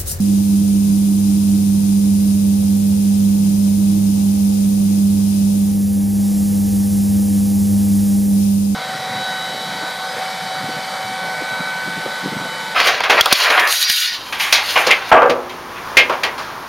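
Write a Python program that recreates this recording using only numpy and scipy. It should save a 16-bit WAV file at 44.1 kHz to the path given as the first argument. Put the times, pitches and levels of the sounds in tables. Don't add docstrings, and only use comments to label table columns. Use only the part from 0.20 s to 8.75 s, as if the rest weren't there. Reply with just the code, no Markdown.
import sys
import numpy as np
from scipy import signal
from scipy.fft import rfft, irfft
from scipy.io import wavfile
from scipy.ndimage import uniform_filter1d

SR = 44100
rng = np.random.default_rng(int(sys.argv[2]) if len(sys.argv) > 2 else 0)


def transcribe(signal):
    frames = np.atleast_2d(signal).T
    limited = np.clip(frames, -1, 1)
    pcm = np.round(limited * 32767).astype(np.int16)
    wavfile.write(sys.argv[1], SR, pcm)


N = 377010
TIME = np.arange(N) / SR
BINS = np.maximum(np.arange(N // 2 + 1) * SR / N, 1)

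# frequency in Hz, likeness from 0 to 1, lead of the left in radians.
BEAM_LIKENESS = [(30, .97, .3), (300, .88, .5), (380, .7, .1), (520, .8, 1.8), (650, .6, -.5), (830, .8, 0),
                 (1500, .2, -1.8), (2200, 1, 0), (7400, 1, 0), (7800, .5, -1.7), (8400, 1, 3.1),
                 (8700, 1, 3.1), (9250, .6, 1)]
ZOOM_BOOST = dict(start_s=5.88, attack_s=.18, end_s=7.92, release_s=.25)


def from_db(db):
    return 10 ** (np.asarray(db) / 20)


def in_time(rows):
    return np.interp(TIME, *np.transpose(rows))


def over_bins(rows):
    hz, *columns = np.transpose(rows)
    return np.array([np.interp(np.log(BINS), np.log(hz.real), column) for column in columns])


def ramp(start_s, takes_s):
    return np.clip((TIME - start_s) / takes_s, 0, 1)


def there_and_back(start_s, attack_s, end_s, release_s):
    return ramp(start_s, attack_s) * (1 - ramp(end_s, release_s))


def white(count):
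    return rfft(rng.standard_normal((count, N))) * np.sqrt(SR / 2)


def drift(rate_hz):
    slow = irfft(white(count=1)[0] / (1 + (BINS / rate_hz) ** 2), N)
    return (slow - slow.mean()) / slow.std()


def below(sound, hz):
    return irfft(rfft(sound) / (1 + (BINS / hz) ** 8), N)


def lift(sound, low_hz, high_hz, db):
    return sound + (below(sound, high_hz) - below(sound, low_hz)) * (from_db(db) - 1)


def stereo_noise(gain, likeness):
    # frequency in Hz, likeness 0 to 1, left lead in radians.
    top_likeness = [(9700, 1, 0), (10400, 1, 0), (11050, .55, -1.4), (11800, 1, 3.1), (12300, 1, 3.1),
                    (12950, .5, 1.7), (13300, 1, 0), (14400, 1, 0), (15000, .4, -1.3), (15300, 1, 3.1)]
    rows = [(hz, share * np.exp(1j * lead)) for hz, share, lead in likeness + top_likeness]
    alike = over_bins(rows)[0]
    right, unrelated = white(count=2)
    left = alike * right + np.sqrt(np.maximum(1 - abs(alike) ** 2, 0)) * unrelated
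    return irfft(gain * [left, right], N)


def through_zoom(wide_gain, beam_gain, zoom):
    # frequency in Hz, likeness 0 to 1, left lead in radians.
    wide_likeness = [(30, .97, .2), (130, .98, .3), (240, .72, .5), (320, .72, .55), (390, .5, .3),
                     (520, .9, -2.9), (650, .6, -2.7), (850, .1, -1.8), (1300, .52, -2.9),
                     (1700, .76, -3.0), (2050, .48, -3.0), (2500, .05, 0), (7400, .1, -1), (8400, .6, 2.4),
                     (9200, .5, 1.2)]
    wide = stereo_noise(wide_gain, wide_likeness)
    beam = stereo_noise(beam_gain, BEAM_LIKENESS)
    return np.sqrt(1 - zoom) * wide + np.sqrt(zoom) * beam


def rotor_slip(first_throb_s=.147):
    # time in seconds, throbs per second.
    slip_rate = [(0, 5.107), (4.8, 5.107), (5.4, 5.17), (8.55, 5.17)]
    turns = np.cumsum(in_time(slip_rate)) / SR
    return np.exp(2j * np.pi * (turns - np.interp(first_throb_s, TIME, turns)))


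def motor_hum(zoom, first_spot, near, hum_hz=100.15, upper_tone_db=-11):
    # base level in dB for wide left, wide right, beam left and
    # beam right, change in dB at the first spot and near the work, waver as a share of the amplitude.
    partials = [(-32.5, -27.5, -30.5, -28.5, 0, 0, 0.18), (-15.5, -12, -15.5, -15.5, 0.13, 1.8, 0.03),
                (-42.5, -45.5, -43.5, -44.5, 7.5, 7, 0.17), (-49, -48.5, -53, -53, 1, 1, 0.44),
                (-38, -41.5, -41, -51, -2.3, 1, 0.19), (-45.3, -60, -50.5, -55, -5.5, 1, 0.17),
                (-55.5, -63.5, -60, -67, 2.5, -2, 0.4), (-53, -59, -51.5, -54.5, -13, 0.5, 0.21),
                (-62, -60, -70, -65, -4, 5, 0.4)]
    # lower side tone in dB, lead in the throb's cycle in radians.
    throbs = [(-24, -2), (-19, 0), (-5, .4), (-12, 1.6), (-6.5, 2.7), (-10, 1.6), (-10, 3), (-9, -2.6),
              (-10, -2)]
    port_leads = [(.5, .4), (.4, .6), (-.4, -.2), (2.7, 2.1), (3.4, 1.9), (-2.1, -1.1), (3.5, 1.6),
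                  (.7, .1), (1.5, .6)]
    # time in seconds, change in dB.
    lowest_sway = [(0, -.5), (.7, 0), (.88, -4.5), (1.03, 1), (2, -1.2), (2.85, -.5), (3.05, 3.5),
                   (3.3, 0.5), (3.65, 1.5), (4.1, 1), (4.3, -3), (4.9, .3), (5.4, -0.5), (6.06, 0),
                   (6.17, -11), (6.27, 1.5), (6.7, 3.5), (7.6, 3), (8.55, -1)]
    # seconds, change in dB.
    strongest_sway = [(0, -.2), (.7, 0.4), (1.05, 0), (1.35, -0.2), (1.95, 0.9), (2.3, -0.6), (2.7, 0),
                      (3.1, .5), (3.55, .5), (3.95, -.4), (4.4, -0.2), (4.9, .2), (5.4, -0.3), (8.55, 0)]
    sway_db = {1: in_time(lowest_sway), 2: in_time(strongest_sway)}
    phase = 2 * np.pi * np.cumsum(hum_hz + .045 * drift(rate_hz=.67)) / SR
    slip = rotor_slip()
    hum = np.zeros((2, N))
    for k, (partial, throb, leads) in enumerate(zip(partials, throbs, port_leads), 1):
        wide_left, wide_right, beam_left, beam_right, first_db, near_db, waver = partial
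        throb_db, throb_lead = throb
        wide_lead, beam_lead = leads
        beat = slip * np.exp(1j * throb_lead)
        side_tones = beat.conj() - from_db(upper_tone_db) * beat
        air_load = drift(rate_hz=3) + 1j * drift(rate_hz=3)
        swell = 1 + from_db(throb_db) * side_tones + waver * air_load
        level = from_db(first_db * first_spot + near_db * near + sway_db.get(k, 0))
        tone = np.sqrt(2) * level * swell * np.exp(1j * (k * phase + 2 * np.pi * rng.random()))
        lead = np.exp(1j * (wide_lead + zoom * (beam_lead - wide_lead)))
        hum[0] += from_db(wide_left + zoom * (beam_left - wide_left)) * (tone * lead).real
        hum[1] += from_db(wide_right + zoom * (beam_right - wide_right)) * tone.real
    return hum


def resonance(hz, width_hz, db):
    return from_db(db) / (1 + 2 * ((BINS - hz) / width_hz) ** 2)


def wall_ripple(depth_db, width_bins):
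    ripple = uniform_filter1d(rng.standard_normal(len(BINS)), width_bins)
    ripple = uniform_filter1d(ripple, width_bins)
    return from_db(depth_db * ripple / ripple.std())


def duct_rumble(zoom, first_spot, near, mode_pan_db=.5, surge_db=1.1):
    # frequency in Hz, left and right base level in dB per Hz.
    turbulence = [(20, -79, -77), (32.5, -74, -76), (48, -63, -59.5), (71, -58, -56), (120, -60.5, -60),
                  (150, -62.5, -61), (218, -61.5, -63), (265, -65, -63), (335, -64.3, -62.5),
                  (408, -65, -64.5), (483, -65, -69.5), (550, -66.5, -72.5), (640, -68, -74.5),
                  (777, -69.5, -78.5), (1015, -78.5, -78.5), (1350, -83, -88), (2900, -105, -105)]
    # frequency in Hz, width in Hz, base level in dB per Hz.
    duct_modes = [(49, 6, -59.5), (84.2, 5.4, -46), (164.5, 4.1, -44), (174, 3, -51.5), (184.6, 4.7, -46),
                  (196.4, 7.6, -48), (216, 6, -56), (229, 8, -56), (255, 6.4, -54.5), (279, 5.4, -55.5),
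                  (291, 6.9, -51), (368, 8, -63.5)]
    mode_power = sum(resonance(*mode) ** 2 for mode in duct_modes)
    mode_pan = from_db([[mode_pan_db], [-mode_pan_db]])
    power = from_db(over_bins(turbulence)) ** 2 + mode_power * mode_pan ** 2
    gain = np.sqrt(power) * wall_ripple(depth_db=1, width_bins=60)
    rumble = through_zoom(gain, gain * from_db(-.4), zoom)
    boom_db = (1 - zoom) - 3.5 * zoom - 2 * near
    rumble = lift(rumble, low_hz=150, high_hz=195, db=boom_db)
    bass, under_rush = below(rumble, hz=115), below(rumble, hz=450)
    bass_swell = there_and_back(start_s=5.65, attack_s=.5, end_s=6.8, release_s=1.2)
    bass_db = -.3 + zoom + 4 * bass_swell
    rush_db = 3 * there_and_back(**ZOOM_BOOST) - 2 * zoom - .4 * first_spot
    rush_db += surge_db * rotor_slip().real
    return bass * from_db(bass_db) + (under_rush - bass) + (rumble - under_rush) * from_db(rush_db)


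def duct_drone(first_spot, near):
    swell = there_and_back(start_s=3.34, attack_s=.15, end_s=3.75, release_s=.15)
    level_db = 4.5 * first_spot + 7 * swell + .5 * near
    return from_db(level_db) * stereo_noise(resonance(hz=315, width_hz=8.8, db=-52.5), BEAM_LIKENESS)


def filter_hiss(zoom, first_spot, right_whistle_share=.2, beam_whistle_share=.25):
    # frequency in Hz, left and right base level in dB per Hz.
    wide_hiss = [(715, -74, -84), (1350, -78.5, -79.5), (2030, -79.5, -79), (4000, -74, -77.5),
                 (4420, -74, -79), (4870, -70.5, -78.5), (5540, -71.5, -80), (6100, -69.5, -79.5),
                 (7700, -71.5, -80), (8650, -68, -75), (9300, -72.5, -72), (12800, -74.5, -74),
                 (13400, -75.7, -75.7), (16100, -76.7, -76.7)]
    # frequency in Hz, left and right base level in dB per Hz.
    beam_hiss = [(700, -87, -88), (1300, -86.5, -85.5), (1780, -79.5, -84.5), (2150, -84.5, -84.5),
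                 (4280, -81.5, -81.5), (5700, -76.5, -76.5), (7420, -76, -76), (7950, -71, -71),
                 (9800, -71.5, -71.5), (12900, -73.5, -73.5), (13400, -75, -75), (14100, -74, -74),
                 (14900, -78, -79), (15700, -76, -75)]
    # frequency in Hz, width in Hz, rise over the hiss in dB.
    slot_whistles = [(2530, 26, 5), (3420, 19, 4.5), (3930, 80, 3), (4870, 80, 1), (5180, 26, 7),
                     (6330, 150, 1), (10730, 210, 4), (12800, 120, 5)]
    whistles = from_db(sum(db / (1 + ((BINS - hz) / width) ** 2) for hz, width, db in slot_whistles))
    walls = wall_ripple(depth_db=.9, width_bins=110)
    wide_whistles = np.array([whistles, whistles ** right_whistle_share])
    wide_gain = walls * wide_whistles * from_db(over_bins(wide_hiss))
    beam_gain = walls * whistles ** beam_whistle_share * from_db(over_bins(beam_hiss))
    air = through_zoom(wide_gain, beam_gain, zoom)
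    sheen_db = .8 * drift(rate_hz=3.5) + 1.5 * first_spot
    air = lift(air, low_hz=4750, high_hz=5280, db=sheen_db)
    air = lift(air, low_hz=9100, high_hz=11500, db=2.5 * first_spot)
    soft, under_sizzle = below(air, hz=4700), below(air, hz=8300)
    hiss, sizzle = under_sizzle - soft, air - under_sizzle
    boost = there_and_back(**ZOOM_BOOST)
    sizzle_boost = there_and_back(start_s=5.94, attack_s=.33, end_s=8.08, release_s=.3)
    flutter_db = .41 * drift(rate_hz=8)
    soft_db = -.15 + .16 * zoom + 2.5 * boost + flutter_db
    hiss_db = -.3 - zoom + 4 * boost + flutter_db
    sizzle_db = .08 - .4 * zoom + 2.4 * sizzle_boost - .5 * first_spot
    return soft * from_db(soft_db) + hiss * from_db(hiss_db) + sizzle * from_db(sizzle_db)


def scene():
    first_spot = 1 - ramp(start_s=1.5, takes_s=.97)
    zoom = there_and_back(start_s=5.33, attack_s=.26, end_s=8.08, release_s=.14)
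    near = there_and_back(start_s=5.63, attack_s=2.16, end_s=8.07, release_s=.24)
    hum = motor_hum(zoom, first_spot, near)
    ducts = duct_rumble(zoom, first_spot, near) + duct_drone(first_spot, near)
    return hum + ducts + filter_hiss(zoom, first_spot)


def record(dry):
    fade_start_s, fade_db_per_s, ease_s, cutoff_hz = 8.27, 9.5, .003, 15600
    fade = from_db(-fade_db_per_s * np.maximum(TIME - fade_start_s, 0))
    ease = np.clip(np.minimum(TIME, TIME[-1] - TIME) / ease_s, 0, 1)
    lowpass = signal.ellip(12, .1, 80, cutoff_hz, fs=SR, output="sos")
    return signal.sosfilt(lowpass, dry * fade * ease)


dry = scene()
out = record(dry)
transcribe(out)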